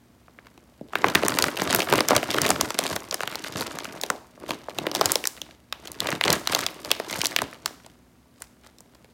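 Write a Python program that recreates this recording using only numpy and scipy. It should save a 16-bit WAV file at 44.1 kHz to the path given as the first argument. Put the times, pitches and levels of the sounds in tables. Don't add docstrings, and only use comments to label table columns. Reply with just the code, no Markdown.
import sys
import numpy as np
from scipy import signal
from scipy.fft import rfft, irfft
from scipy.io import wavfile
from scipy.ndimage import uniform_filter1d

SR = 44100
rng = np.random.default_rng(int(sys.argv[2]) if len(sys.argv) > 2 else 0)


def int16_out(signal):
    q = np.round(np.clip(np.atleast_2d(signal).T, -1, 1) * 32767)
    wavfile.write(sys.argv[1], SR, q.astype(np.int16))


N = 402633
TIME = np.arange(N) / SR
TOP_HZ = 15900
SNAP_SIZE = 1024
FIRM_DB = -33

# (pitch_hz, relative_level_db)
FILM_COLOUR = [(30, -50), (60, -14), (105, -3), (200, -2.5), (310, 1.5), (500, -8.5), (950, -3), (1700, -3),
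               (3600, -10.5), (6500, -13.5), (8500, -16.5), (14500, -20.5), (16000, -31)]


def undb(db):
    return 10 ** (np.asarray(db) / 20)


def unit(x):
    return x / np.sqrt(np.mean(x ** 2))


def slope(hz, points):
    at, db = np.transpose(points)
    return undb(np.interp(np.log(hz + 1), np.log(at), db))


def colour(x, points):
    return irfft(rfft(x) * slope(np.fft.rfftfreq(len(x), 1 / SR), points), len(x))


def butter(x, hz, kind, order=2):
    return signal.sosfilt(signal.butter(order, hz, kind, fs=SR, output="sos"), x)


def causal(gain):
    cepstrum = irfft(np.log(gain + 1e-9))
    half = len(cepstrum) // 2
    cepstrum[1:half] *= 2
    cepstrum[half + 1:] = 0
    return np.exp(rfft(cepstrum))


def resonance(hz, centre_hz, q):
    return (1 + 1j * q * (hz / centre_hz - centre_hz / (hz + 1))) ** -2


def decay(t, t60_s):
    return np.exp(-np.log(1000) * t / t60_s)


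def add(out, s, sound):
    i = int(np.clip(s * SR, 0, N - 1))
    out[i:i + len(sound)] += sound[:N - i]


def background(air_db=-58.5):
    # (pitch_hz, relative_level_db)
    air_colour = [(25, -43.5), (45, -15), (60, -6), (72, -2), (88, -11.5), (110, -13.5), (180, -9),
                  (245, -9.5), (300, -11), (420, -18), (2000, -28), (2800, -31), (14800, -38), (16000, -39)]
    # (pitch_hz, rms_level_db)
    hum_tones = [(59.8, -71.5), (120, -67), (241, -65.5)]
    hum = 0
    for hz, db in hum_tones:
        hum = hum + np.sqrt(2) * undb(db) * np.sin(2 * np.pi * (hz * TIME + rng.random()))
    air = unit(colour(rng.standard_normal(N), air_colour))
    return hum + undb(air_db) * air


def room(x, t60_low_s=0.33, t60_high_s=0.5, near_t60_s=.035, first_s=0.01, wet_db=-1, near_db=-15):
    # (pitch_hz, relative_level_db)
    wall_colour = [(60, 3), (160, -9), (240, -1.5), (295, -4.5), (380, -6.5), (600, -9.5), (1200, -9.5),
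                   (2200, -13.5), (3500, -16), (8000, -17.5), (16000, -15.5)]
    t = TIME[:SR // 2]
    noise = rng.standard_normal(len(t))
    low = butter(noise, 1500, "low", order=1)
    walls = low * decay(t, t60_low_s) + (noise - low) * decay(t, t60_high_s)
    walls = walls * (t > first_s)
    fade = np.clip(2 * (1 - t / t[-1]), 0, 1)
    walls = colour(walls / np.linalg.norm(walls), wall_colour) * fade
    near = rng.standard_normal(len(t)) * decay(t, near_t60_s)
    echo = undb(wet_db) * walls + undb(near_db) * near / np.linalg.norm(near)
    return signal.oaconvolve(x, echo)[:N]


def thuds(t60_s=0.11, rise_s=0.0056, sag=.3, thud_db=-2):
    # (start_s, peak_db before thud_db, pitch_hz that the sag passes through)
    presses = [(1.157, -34, 90.4), (1.426, -33, 85), (1.726, -33.5, 112), (1.963, -27.5, 111),
               (2.155, -25.5, 104), (2.409, -40.5, 93), (2.52, -33.5, 85.4), (2.625, -39, 70),
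               (5.055, -32.5, 101), (6.33, -35.5, 80), (7.14, -42, 92)]
    out, t = np.zeros(N), TIME[:SR // 8]
    shape = (1 - np.exp(-t / rise_s)) * decay(t, t60_s)
    for s, db, hz in presses:
        pitch_hz = hz * (1 + sag * (2 * np.exp(-2 * t / t60_s) - 1.5))
        turns = np.cumsum(pitch_hz) / SR
        add(out, s, undb(db + thud_db) * shape / shape.max() * np.sin(2 * np.pi * turns))
    return out


def hands(grip_db_per_s=417, release_db_per_s=340.5, strain_hollow_db=-2.5, strain_crisp_db=-4.5,
          hollow_per_db=0.1706):
    # (time_s, crinkle_db before crinkle's trim)
    strain_points = [(0, -73), (0.45, -65), (0.89, -68), (0.96, -42), (2.75, -37.5), (3.08, -48),
                     (3.75, -40), (4.07, -50), (4.25, -63), (4.8, -50), (5.45, -60), (5.68, -72),
                     (5.85, -50.5), (6.75, -48), (7.3, -43), (7.58, -57), (8.1, -73.5), (9.13, -67)]
    # (start_s, hold_s, crinkle_db before crinkle's trim, then relative to it:
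    # hollow_flex_db, crisp_edge_db)
    squeezes = [(1.057, .03, -34, 5.5, -12.5), (1.165, .02, -30, -9, -6.5), (1.239, .015, -31.5, 3, -19),
                (1.298, .165, -31, -1.5, -5), (1.599, .07, -30.5, -0.5, -7), (1.701, .1, -28.5, 0, -1),
                (1.908, .075, -23.5, -3.5, -11), (2.112, .05, -24, -1, -10.5),
                (2.292, .03, -32.5, -1, -7.5), (2.365, .17, -29.5, 1, -7), (2.603, .03, -34.5, 2.5, -13),
                (2.84, .11, -34, -0.5, 0.5), (3.127, .02, -40, -12, -10), (3.234, .12, -44, -10, -9),
                (3.443, .035, -39.5, -12, -1), (3.567, .06, -34, 1, -1.5), (3.916, .07, -47.5, 1.5, -13),
                (4.41, .04, -49, 8, -10), (4.491, .04, -40, 4, -4.5), (4.787, .08, -40, 4, -10),
                (4.96, .05, -35, 1.5, -5.5), (5.05, .07, -31.5, -5, -4.5), (5.49, .015, -50, -2, -6),
                (6.03, .11, -32, -1.5, -8.5), (6.285, .05, -23, -2, -6.5), (6.498, .13, -31, -7.5, -4),
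                (6.865, .07, -42, -2.5, -3.5), (7.102, .14, -34.5, -5, -1.5), (7.412, .025, -44, 6.5, -8),
                (7.668, .02, -45.5, 3, -3), (7.798, .12, -61, -3, -6), (8.4, .03, -54, -7, -0.5),
                (8.645, 0.027, -55.5, -8, -2.5)]
    strain = np.interp(TIME, *np.transpose(strain_points))
    strain_flex = strain + strain_hollow_db + hollow_per_db * (FIRM_DB - strain)
    power = undb([strain, strain_flex, strain + strain_crisp_db]) ** 2
    for start, hold, db, hollow_db, crisp_db in squeezes:
        building = grip_db_per_s * (start - TIME)
        releasing = release_db_per_s * (TIME - start - hold)
        below = np.maximum(building, releasing)
        near = below < 60
        squeeze = undb(db - np.maximum(below[near], 0))
        power[:, near] += np.outer(undb([0, hollow_db, crisp_db]), squeeze) ** 2
    effort, flex, edge = 10 * np.log10(power)
    return effort, flex - effort, edge - effort


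def buckle(hz, travel_s=0.000909, spread_s=0.002355, scatter=0.5, desk_s=.0018, desk=0.25, count=20):
    length, size = np.pi * rng.random(count), rng.standard_normal(count)
    delay_s = travel_s * rng.uniform(0.57, 1.518) + spread_s * np.append(0, length)
    size = np.append(1, 2 * scatter * size * np.exp(-1.5 * length))
    bending = 4 * np.pi * np.sqrt(1000 * hz)
    paths = size @ np.exp(-1j * np.outer(delay_s, bending))
    desk_delay_s = desk_s * rng.uniform(0.795, 1.206)
    return paths * (1 + desk * np.exp(-2j * np.pi * hz * desk_delay_s))


def swarm(per_s=520, size_db=5, q=0.5, low_hz=190, high_hz=13000, count=160):
    out, hz = np.zeros(N), np.fft.rfftfreq(SNAP_SIZE, 1 / SR)
    film = causal(slope(hz, FILM_COLOUR))
    creases = []
    for centre in np.geomspace(low_hz, high_hz, count):
        wave = buckle(hz, scatter=.9, spread_s=.0042)
        creases.append(irfft(wave * film * resonance(hz, centre, q)))
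    chance, size, which = rng.random(N), rng.standard_exponential(N), rng.integers(count, size=N)
    for i in np.flatnonzero(chance < per_s / SR):
        polarity = (-1) ** i
        add(out, i / SR, polarity * undb(size_db * min(size[i], 3.5)) * creases[which[i]])
    return unit(out)


def crinkle(effort, hollow, crisp, rub_db=-13, flex_hz=620, edge_hz=3800, even_s=.06, trim_db=-1):
    rub = unit(colour(rng.standard_normal(N), FILM_COLOUR))
    film = swarm() + undb(rub_db) * rub
    parts = [(butter(film, flex_hz, "low", order=4), hollow),
             (butter(film, [flex_hz, edge_hz], "band", order=3), 0),
             (butter(film, edge_hz, "high", order=3), crisp)]
    out, span = 0, int(even_s * SR)
    for part, db in parts:
        power = uniform_filter1d(uniform_filter1d(part ** 2, span), span // 2)
        even = part / np.sqrt(abs(power) + 1e-9)
        out = out + even * undb(effort + db + trim_db)
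    return out


def lesser_snaps(effort, crowding=.36, yield_share=0.76, panel_db=-30.0, crease_db=-29, scatter_db=3,
                 panel_hz=600, crease_hz=3100, octaves=.6, hardest_db=-32, run_s=.012, count=34, size=3):
    work = np.cumsum(undb(crowding * effort))
    share = (np.arange(count) + rng.random(count)) / count
    runs = np.interp(share, work / work[-1], TIME)
    times = (runs[:, None] + run_s * rng.standard_normal((count, size))).ravel()
    force = yield_share * (np.minimum(np.interp(times, TIME, effort), hardest_db) - FIRM_DB)
    a, b, c, d = np.clip(rng.standard_normal((len(times), 4)), -2, 2).T
    return list(zip(times, panel_hz * 2 ** (octaves * a), panel_db + force + scatter_db * b,
                    crease_hz * 2 ** (octaves * c), crease_db + force + scatter_db * d))


def slipped(snap, slip_s=0.00082, slip_db=-22):
    lead = int(slip_s * rng.uniform(0.67, 1.5) * SR)
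    return lead / SR, np.pad(snap, (lead, 0)) + undb(slip_db) * np.pad(snap, (0, lead))


def snaps(rows, panel_q=0.58, crease_q=0.97, low_hz=190, soft_ratio=2.6, edge_hz=12000, edge_db=-17,
          tight_db=7, level_s=.005):
    out, hz = np.zeros((2, N)), np.fft.rfftfreq(SNAP_SIZE, 1 / SR)
    radiation = causal(hz ** 2 / np.hypot(hz ** 2, low_hz ** 2) + 1e-3)
    for s, panel_hz, panel_db, crease_hz, crease_db in rows:
        panel = resonance(hz, panel_hz, panel_q) / (1 + 1j * hz / (soft_ratio * panel_hz))
        tick_db = edge_db + tight_db * np.log2(crease_hz / 4000)
        tick = undb(tick_db) * resonance(hz, edge_hz, 1)
        crease = causal(np.hypot(abs(resonance(hz, crease_hz, crease_q)), abs(tick)))
        waves = buckle(hz), buckle(hz, scatter=0, desk=0)
        for side, wave in zip(out, waves):
            for voice, db in ((panel, panel_db), (crease, crease_db)):
                spectrum = wave * radiation * voice
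                power = 2 * np.sum(abs(spectrum[hz < TOP_HZ]) ** 2) / (SNAP_SIZE * level_s * SR)
                lead_s, sound = slipped(irfft(spectrum) * undb(db) / np.sqrt(power))
                add(side, s - lead_s, sound)
    return out


def scene():
    # (time_s, panel_pitch_hz, panel_pop_db, crease_pitch_hz, crease_crack_db)
    single_snaps = [(0.281, 740, -46.5, 3000, -69.5), (0.3871, 1060, -39, 3840, -59),
                    (0.577, 370, -44.5, 3100, -51.5), (0.8107, 260, -29.5, 1000, -46),
                    (0.9338, 990, -27.5, 3700, -41), (0.9542, 458, -20.5, 1510, -14.5),
                    (1.0423, 966, -8.5, 3820, -30.5), (1.0841, 810, -25, 2850, -23.5),
                    (1.1502, 900, -17, 4500, -18.5), (1.1536, 210, -18, 1660, -9.5),
                    (1.233, 490, -16, 1810, -22.5), (1.2827, 920, -20.5, 8200, -17),
                    (1.3872, 1260, -16, 5070, -16.5), (1.4235, 490, -25, 4600, -15.5),
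                    (1.4406, 1330, -16.5, 4970, -21), (1.4833, 306, -24, 1640, -23.5),
                    (1.6185, 784, -21.5, 4330, -25.5), (1.7277, 920, -21, 7560, -23.5),
                    (1.748, 1420, -18.5, 11800, -16), (1.9255, 520, -11, 2220, -16),
                    (1.9372, 527, -22, 6400, -25.5), (2.0057, 507, -16.5, 4020, -17.5),
                    (2.0857, 1300, -24, 5200, -16.5), (2.107, 560, -12, 5500, -24.5),
                    (2.1312, 553, -16, 2280, -30.5), (2.151, 400, -30, 1490, -26),
                    (2.164, 690, -17.5, 5030, -14), (2.2295, 610, -22, 1490, -22.5),
                    (2.3439, 595, -20, 2560, -23.5), (2.3842, 255, -25.5, 1640, -17),
                    (2.417, 300, -30, 6200, -18), (2.464, 720, -34.5, 4670, -22.5),
                    (2.504, 850, -15.5, 5450, -13.5), (2.6107, 795, -19.5, 5700, -16),
                    (2.7047, 1310, -25.5, 4940, -26.5), (2.7889, 690, -19.5, 5050, -16),
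                    (2.9629, 710, -24.5, 3360, -25.5), (3.111, 840, -40, 4870, -24),
                    (3.1251, 540, -27, 3700, -31), (3.143, 1120, -29, 4970, -21.5),
                    (3.2062, 1090, -23, 4330, -31), (3.2329, 675, -23, 2500, -26),
                    (3.2754, 320, -33, 2050, -24.5), (3.3554, 684, -30.5, 4620, -26.5),
                    (3.4448, 486, -36, 1580, -29), (3.6085, 466, -31, 3770, -27),
                    (3.787, 990, -29.5, 4700, -30.5), (4.013, 450, -57, 6860, -28.5),
                    (4.0356, 660, -24, 3140, -22.5), (4.101, 637, -15.5, 5700, -23.5),
                    (4.5066, 800, -24, 2690, -22.5), (4.6846, 530, -25.5, 1700, -53),
                    (4.7856, 484, -26.5, 3300, -23.5), (4.8672, 524, -18.5, 2270, -22.5),
                    (4.9147, 380, -29, 3500, -28), (4.9504, 1270, -23, 3300, -18.5),
                    (5.0115, 570, -13, 4120, -18), (5.0164, 507, -17, 3100, -28),
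                    (5.0572, 696, -22.5, 6030, -15), (5.1186, 770, -30.5, 7950, -15),
                    (5.1557, 525, -18, 4400, -15.5), (5.24, 686, -33, 2380, -25.5),
                    (5.254, 1790, -24, 4570, -21), (5.2722, 660, -37, 6550, -17.5),
                    (5.4162, 332, -39.5, 3550, -27.5), (5.7255, 1450, -24.5, 2710, -23),
                    (5.8731, 465, -60, 3700, -34.5), (5.9173, 630, -51.5, 8000, -34),
                    (6.0035, 336.6, -48, 3570, -19.5), (6.1261, 257, -23.5, 1900, -24),
                    (6.211, 1260, -18.5, 2180, -16), (6.2381, 290, -42, 2270, -16),
                    (6.2549, 543, -20, 4260, -29.5), (6.303, 585, -25, 4360, -16),
                    (6.3281, 550, -31, 6860, -16.5), (6.4735, 1720, -19.5, 3200, -16),
                    (6.5486, 787, -22, 3580, -14), (6.5898, 1370, -23, 4420, -23.5),
                    (6.6643, 970, -27.5, 3440, -18), (6.8481, 630, -34.5, 4870, -32),
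                    (6.9147, 800, -21, 3050, -11.5), (6.999, 754, -22.5, 3600, -31),
                    (7.2155, 410, -41.5, 3560, -18.5), (7.2485, 770, -37, 3020, -23.5),
                    (7.2563, 860, -29.5, 4200, -17.5), (7.2681, 650, -49, 6430, -22),
                    (7.3629, 750, -25, 3000, -14), (7.388, 272, -32, 1840, -20.5),
                    (7.418, 696, -20.5, 5850, -27.5), (7.6589, 1408, -23, 4770, -19),
                    (8.4206, 1590, -38.5, 6830, -33), (8.664, 890, -46.5, 3600, -52),
                    (8.7848, 241, -55, 5160, -48.5), (8.8057, 341, -50, 7900, -46),
                    (9.0447, 340, -50, 2550, -52)]
    effort, hollow, crisp = hands()
    direct, outward = snaps(single_snaps + lesser_snaps(effort))
    rustle = crinkle(effort, hollow, crisp)
    echo = room(outward + rustle)
    return (direct + rustle + thuds() + echo + background())[None]


def record(dry):
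    rounded = dry / (1 + dry ** 4) ** .25
    return signal.sosfilt(signal.ellip(8, .2, 70, TOP_HZ, fs=SR, output="sos"), rounded)


dry = scene()
out = record(dry)
int16_out(out)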